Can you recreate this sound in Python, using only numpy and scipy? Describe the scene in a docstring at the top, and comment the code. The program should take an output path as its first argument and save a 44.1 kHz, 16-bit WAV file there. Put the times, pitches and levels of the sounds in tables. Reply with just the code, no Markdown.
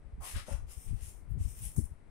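"""Crisp rustling, scuffs and hollow knocks: a kitten pounces into a small wicker basket and scrabbles.
Claws and fur rake the weave in bursts of tiny clicks, and single strands snap.
The basket scuffs over a tiled floor, tips and knocks back down, and the hard room rings briefly.
Soft, low puffs of air reach the microphones, mostly the left one, over a faint rumble and hiss."""
import sys
import numpy as np
from scipy import signal
from scipy.fft import rfft, irfft
from scipy.io import wavfile
from scipy.ndimage import uniform_filter1d

SR = 44100
rng = np.random.default_rng(int(sys.argv[2]) if len(sys.argv) > 2 else 0)


def pcm_store(signal):
    """Save signal as 16-bit PCM."""
    levels = np.round(np.clip(np.atleast_2d(signal), -1, 1) * 32767)
    wavfile.write(sys.argv[1], SR, levels.astype(np.int16).T)


N = 92610

# Claw strokes. Each row: start in seconds, seconds until the fade, level in dB, woody part's extra gain
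# in dB, bright pitch in Hz, treble tilt in dB per octave, strength of the bright peak as a factor.
CLAW_STROKES = [(0.201, 0.031, -52, -29, 9600, -3, 0.57), (0.223, 0.093, -46, -3.5, 9800, -2.5, 1.1),
                (0.311, 0.085, -51, -3.5, 9840, -10, 1.14), (0.456, 0.075, -48.5, -9, 9680, -10.5, 1.026),
                (0.661, 0.022, -64, 0.5, 9200, -2, 0.65), (0.687, 0.048, -51, -11.5, 9440, -3.5, 0.8),
                (0.857, 0.031, -55, -4.5, 8840, 6, 1.6), (0.945, 0.063, -70, 5, 9300, -5, 2.3),
                (1.001, 0.093, -50.5, -12, 9550, -2.5, 0.96), (1.282, 0.031, -67.5, -9, 9900, 7, 0.9),
                (1.376, 0.071, -56.5, -8, 9100, -1.5, 0.99), (1.549, 0.046, -52.5, -10.5, 9500, 4.5, 0.54),
                (1.608, 0.059, -42.5, -13.5, 9800, 1, 1.12), (1.726, 0.023, -54, -42, 9700, 7, 0.55),
                (1.759, 0.025, -41.5, -28, 9540, -1.5, 1.25)]
# Fur rubbing the rim. 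Each row: start in seconds, seconds until the fade, level in dB.
FUR_RUBS = [(0.751, 0.11, -54), (0.916, 0.14, -65), (1.1, 0.095, -66.5), (1.394, 0.12, -59),
            (1.461, 0.26, -55.5), (1.831, 0.022, -56.5)]
# Snapping strands. Each row: start in seconds, relative level in dB.
STRAND_SNAPS = [(0.211, -60), (0.499, -45), (1.086, -49), (1.6194, -42), (1.6385, -41), (1.652, -34.5),
                (1.748, -51), (1.781, -40), (1.7896, -47), (1.839, -45), (1.855, -42.5)]
# Basket slides. Each row: start in seconds, seconds until the fade, level in dB, pitch in Hz,
# relative width of the band around that pitch.
BASKET_SCUFFS = [(0.203, 0.072, -50, 890, 0.62), (0.212, 0.084, -58.5, 2100, 0.24),
                 (0.342, 0.057, -47.5, 1560, 0.75), (0.346, 0.046, -50, 3300, 0.48),
                 (0.36, 0.034, -54.5, 5120, 0.067), (0.489, 0.11, -61, 960, 1)]
# Knocks on the floor and dull thuds. 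Each row: start in seconds, relative level in dB.
FLOOR_KNOCKS = [(.37, -63), (.482, -50), (.490, -48), (.511, -56), (1.765, -71)]
DULL_THUDS = [(0.178, -53.5), (.36, -49.5), (0.482, -48), (0.515, -47), (0.929, -49.5), (1.369, -50.5),
              (1.78, -36.5), (1.79, -33)]
# The basket's hollow tones. Each row: pitch in Hz, relative level in dB, relative ring time.
BASKET_TONES = [(303, 3, 0.13), (565, 28, 0.21), (601, 18, 0.21), (730, 12, 0.16), (870, 12.5, 0.27),
                (1030, 4, 0.23)]
# The noise of hitting the floor: its lower and upper edge in Hz.
CRACK_BAND_HZ = [376, 900]
# The tones in a thud. Each row: pitch in Hz, relative level in dB.
THUD_TONES = [(185, 1.5), (225, 8.5), (300, -0.5), (350, -16)]
# Puffs of air. Each row: middle in seconds, rough length in seconds, level in dB, upper edge in Hz,
# left minus right in dB.
AIR_PUFFS = [(0.064, 0.061, -44.5, 85, 16), (0.14, 0.021, -38.5, 71, -2.5), (0.199, 0.036, -36, 90.6, -21),
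             (0.366, 0.031, -29.5, 76.3, 2.5), (0.425, 0.021, -41.5, 70, 11), (0.538, 0.034, -27, 71.6, 39),
             (0.614, 0.094, -36.5, 67.4, 7.5), (0.778, 0.013, -32.5, 58.5, 31),
             (.925, 0.053, -27, 81.5, 22), (1.043, 0.071, -37.5, 72, 12.5), (1.216, 0.11, -44.5, 60, 17),
             (1.331, 0.059, -29, 88, 46), (1.369, 0.036, -31.5, 152, 32), (1.411, 0.024, -26.5, 101, 4),
             (1.465, 0.031, -26, 76, 32), (1.552, 0.078, -44.5, 76.4, 8), (1.646, 0.083, -36.5, 91, 9.5),
             (1.788, 0.018, -20, 118, 41), (1.838, 0.022, -28, 63, 16), (1.917, 0.027, -38.5, 95, 10)]
# Tone colours of the sources and the right microphone. Each row: frequency in Hz, relative level in dB.
STRAND_COLOUR = [(1500, -30), (3500, -26), (4700, -25.5), (5400, -17), (7400, -10.5), (8800, -6.5),
                 (9700, -1.5), (10700, -5.5), (12400, -15), (15500, -23.5)]
WOODY_COLOUR = [(300, -16), (700, -1.5), (1300, -6), (2100, 1.5), (2900, 3.5), (4000, -5), (5400, -3),
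                (8000, -9.5), (15000, -21.5)]
FUR_COLOUR = [(1500, -17.5), (2800, -11.5), (3700, -17.5), (4700, -29), (5200, -7.5), (7100, -10),
              (8000, -3), (9300, 5.5), (9750, -8.5), (11600, -17), (12400, -9.5), (15500, -17)]
SNAPPING_COLOUR = [(1500, -51), (5500, -55), (7700, -6), (9400, 6), (10800, -4), (12500, -21)]
CRUNCH_COLOUR = [(1000, -0.5), (4400, -28), (6300, 2.5), (8000, 1), (15000, -8)]
AIR_COLOUR = [(25, 0.5), (55, -5), (100, -11), (200, -18), (360, -22), (1000, -30.5), (1700, -35.5),
              (2200, -35), (2800, -44.5), (5500, -53), (7200, -55.5), (8000, -48), (10500, -50),
              (12500, -76)]
RIGHT_MIC_COLOUR = [(3000, -1.5), (6000, 1), (10000, 0.5), (13000, 7.5)]

RAKE_ATTACK_S, CATCHES_PER_S, CATCH_DB = 0.027, 170, 1.1
STRAND_HZ, STRAND_SPACING_HZ, STRAND_RIPPLE_DB = 9700, 130.4, 2.5
ONE_SIDE_SHARE = 0.83  # share of the clicks' power that reaches only one microphone
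KNOCK_RING_SCALE, KNOCK_ATTACK_S, CRACK_DECAY_S, CRACK_DB = 0.52, 0.00094, 0.0094, -20
THUD_ATTACK_S, THUD_DECAY_S = 0.00297, 0.0087
PUFF_LOW_HZ, PUFF_STEEPNESS = 21.3, 3.67
AIR_DB, AIR_PAN_DB = -54.5, 5
ROOM_RING_S, ROOM_TREBLE_RING_S = 0.21, 0.28  # time to fade by 60 dB
ROOM_GAP_S, LEFT_LAG_SAMPLES, TOP_HZ = 0.004, 7, 15650
RAKE_ROOM_DB, BODY_ROOM_DB, SNAP_ROOM_DB = -4, -2.5, -15
RAKE_PAN_DB, BODY_PAN_DB = 6, 7.5


def claw_rakes():
    """Claws tick over the strands: a bright, crisp rustle with a lower, woody one beneath."""
    bright, woody = 0, 0
    grip = claw_grip()
    ticks = crackle(per_second=2900, spread_db=2.8) * grip
    wicker = unit(colour(crackle(per_second=3000, spread_db=4) * grip, WOODY_COLOUR))
    for start, length, db, woody_db, hz, tilt_db, strength in CLAW_STROKES:
        push = undb(db) * stroke(start, length, RAKE_ATTACK_S, release=0.025)
        strands = [(f * hz / STRAND_HZ, strength * gain_db + tilt_db * np.log2(f / STRAND_HZ))
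                   for f, gain_db in STRAND_COLOUR]
        bright += push * unit(colour(ticks, strand_ripple(strands)))
        woody += push * undb(woody_db) * wicker
    return in_room(bright, RAKE_ROOM_DB, RAKE_PAN_DB) + in_room(woody, BODY_ROOM_DB, BODY_PAN_DB)


def claw_grip():
    """The claws catch and slip, so the rustle flickers quickly."""
    catch_number = (np.arange(N) / SR * CATCHES_PER_S).astype(int)
    steps = rng.standard_normal(N)[catch_number]
    return unit(undb(CATCH_DB * uniform_filter1d(steps, size=40)))


def strand_ripple(points):
    """Each stroke meets other strands, whose ringing adds narrow peaks and dips to the tone colour."""
    ripple_db = STRAND_RIPPLE_DB * rng.standard_normal(256)
    f = STRAND_SPACING_HZ * (1 + np.arange(len(ripple_db)))
    return np.column_stack([f, level_at(f, points) + ripple_db])


def fur_rubs():
    """The kitten's body brushes the rim with a finer, thinner rustle."""
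    push = sum(undb(db) * stroke(start, length, RAKE_ATTACK_S, release=0.011)
               for start, length, db in FUR_RUBS)
    rustle = unit(colour(crackle(per_second=4500, spread_db=1), FUR_COLOUR))
    return in_room(push * rustle, RAKE_ROOM_DB, RAKE_PAN_DB)


def strand_snaps():
    """A claw catches a strand and lets it go with a sharp tick."""
    bursts = sum(undb(db + 6) * stroke(start, length=0, attack=0.00046, release=0.0016)
                 for start, db in STRAND_SNAPS)
    hiss = unit(colour(rng.standard_normal(N), SNAPPING_COLOUR))
    return in_room(bursts * hiss, SNAP_ROOM_DB, pan_db=19)


def paw_slap():
    """A paw lands on the rim and crunches many strands at once."""
    crunch = unit(colour(crackle(per_second=4000, spread_db=1), CRUNCH_COLOUR))
    hit = undb(-41.5) * stroke(start=1.763, length=0, attack=10 / SR, release=0.005)
    return in_room(hit * crunch, SNAP_ROOM_DB, RAKE_PAN_DB)


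def basket_scuffs():
    """The shoved basket sticks and slips on the floor."""
    out = 0
    for start, length, db, hz, width in BASKET_SCUFFS:
        band = signal.butter(2, [hz / (1 + width / 2), hz * (1 + width / 2)], "band", fs=SR)
        grind = unit(signal.lfilter(*band, crackle(per_second=910, spread_db=2.8)))
        out += undb(db) * grind * stroke(start, length, attack=0.0079, release=0.016)
    return in_room(out, BODY_ROOM_DB, BODY_PAN_DB)


def basket_knocks():
    """The basket drops back on the tiles with a small crack and a short, hollow ring."""
    out = np.zeros(N)
    t = np.arange(int(0.2 * SR)) / SR
    band = signal.butter(2, CRACK_BAND_HZ, "band", fs=SR)
    onset = np.minimum(t / KNOCK_ATTACK_S, 1)  # wicker gives a little on contact
    for start, db in FLOOR_KNOCKS:
        ring = sum(undb(tone_db) * np.sin(2 * np.pi * hz * t) * 1000 ** (-t / (KNOCK_RING_SCALE * fade))
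                   for hz, tone_db, fade in BASKET_TONES)
        crack = unit(signal.lfilter(*band, rng.standard_normal(len(t)))) * np.exp(-t / CRACK_DECAY_S)
        knock = ring / abs(ring).max() + undb(CRACK_DB) * crack
        i = int(start * SR)
        out[i:i + len(t)] += undb(db + 17.5) * knock * onset
    return in_room(out, room_db=-3, pan_db=6)


def dull_thuds():
    """Soft blows wake only low tones that die away fast."""
    t = np.arange(N) / SR
    out = 0
    for start, db in DULL_THUDS:
        tones = sum(undb(tone_db) * np.sin(2 * np.pi * hz * (t - start)) for hz, tone_db in THUD_TONES)
        out += undb(db) * tones * stroke(start, THUD_ATTACK_S, THUD_ATTACK_S, THUD_DECAY_S)
    return in_room(out, room_db=-16.5, pan_db=25)


def air_puffs():
    """Short swirls of air thump each microphone on its own."""
    size = 16384
    half = size // 2
    t, f = np.arange(-half, half) / SR, np.fft.rfftfreq(size, 1 / SR)
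    low_cut = f ** 2 / (f ** 2 + PUFF_LOW_HZ ** 2)
    out = np.zeros((2, N + size))
    for middle, length, db, top_hz, pan_db in AIR_PUFFS:
        band = low_cut / np.sqrt(1 + (f / top_hz) ** (2 * PUFF_STEEPNESS))
        swell = np.exp(-abs(2 * t / length) ** 1.73 / 2)
        swirl = irfft(rfft(rng.standard_normal((2, size))) * band) * swell
        swirl *= np.linalg.norm(swell) / np.linalg.norm(swirl, axis=1, keepdims=True)
        side_db = np.minimum([[pan_db], [-pan_db]], 0)  # turn the weaker side down
        i = int(middle * SR)
        out[:, i:i + size] += swirl * undb(db + side_db)
    return out[:, half:half + N]


def in_room(x, room_db, pan_db):
    """The tiled room adds a short echo at room_db; the right side is turned down by pan_db."""
    t = np.arange(int(0.6 * SR)) / SR
    low_pass = signal.butter(2, 4000, fs=SR)
    out = []
    for side, lag in zip(np.broadcast_to(x, (2, N)), (LEFT_LAG_SAMPLES, 0)):
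        noise = rng.standard_normal(len(t))
        low = signal.lfilter(*low_pass, noise)
        echo = low * 1000 ** (-t / ROOM_RING_S) + (noise - low) * 1000 ** (-t / ROOM_TREBLE_RING_S)
        echo *= t > ROOM_GAP_S
        echo *= undb(room_db) / np.linalg.norm(echo)
        echo[lag] += 1  # the direct sound, a little later on the left
        out.append(signal.fftconvolve(side, echo / np.linalg.norm(echo))[:N])
    return np.array(out) * undb([[0], [-pan_db]])


def room_air():
    """The room rumbles and hisses, quietly and steadily."""
    f = np.fft.rfftfreq(N, 1 / SR)
    noise = rng.standard_normal((2, N)) + 0.68 * rng.standard_normal(N)  # partly shared by both sides
    air = unit(irfft(rfft(noise) * undb(level_at(f, AIR_COLOUR)), N))
    return air * undb(AIR_DB + np.array([[AIR_PAN_DB], [-AIR_PAN_DB]]) / 2)


def crackle(per_second, spread_db):
    """Clicks on the left and right; the weave throws many of them to one side only."""
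    shared = clicks(per_second, spread_db)
    separate = np.array([clicks(per_second, spread_db) for _ in range(2)])
    return np.sqrt(1 - ONE_SIDE_SHARE) * shared + np.sqrt(ONE_SIDE_SHARE) * separate


def clicks(per_second, spread_db):
    """Tiny clicks of uneven size at random moments."""
    happens = rng.random(N) < per_second / SR
    size_db = spread_db * np.minimum(rng.exponential(size=N), 5)
    return happens * undb(size_db) * rng.choice([-1, 1], N)


def stroke(start, length, attack, release):
    """A loudness curve that rises from start and begins to fade length seconds later."""
    t = np.arange(N) / SR - start
    return np.clip(t / attack, 0, 1) * np.exp(-np.maximum(t - length, 0) / release)


def colour(x, points):
    """Give a sound the tone colour drawn by (Hz, dB) points."""
    size = 2048
    f = np.fft.rfftfreq(size, 1 / SR)
    cepstrum = irfft(np.log(undb(level_at(f, points))))
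    # Folding it in half makes the filter ring only after a click, never before.
    cepstrum[1:size // 2] *= 2
    cepstrum[size // 2 + 1:] = 0
    response = irfft(np.exp(rfft(cepstrum)))
    return signal.fftconvolve(np.atleast_2d(x), response[None], axes=1)[:, :N]


def level_at(f, points):
    """The level in dB at frequencies f, on a curve through (Hz, dB) points."""
    hz, db = np.array(points, float).T
    return np.interp(np.log(np.maximum(f, 1)), np.log(hz), db)


def undb(db):
    """Turn decibels into a gain factor."""
    return 10 ** (np.asarray(db) / 20)


def unit(x):
    """Scale a signal to an average power of one."""
    return x / np.sqrt(np.mean(x ** 2) + 1e-20)


def scene():
    """Kitten, basket and air together, in stereo."""
    kitten = claw_rakes() + fur_rubs() + strand_snaps() + paw_slap()
    basket = basket_scuffs() + basket_knocks() + dull_thuds()
    return kitten + basket + air_puffs() + room_air()


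def record(dry):
    """The right microphone is a little brighter; both sides lose the highest treble."""
    mics = np.vstack([dry[0], colour(dry[1], RIGHT_MIC_COLOUR)])
    return signal.sosfilt(signal.ellip(10, 0.2, 70, TOP_HZ, fs=SR, output="sos"), mics)


dry = scene()
out = record(dry)
pcm_store(out)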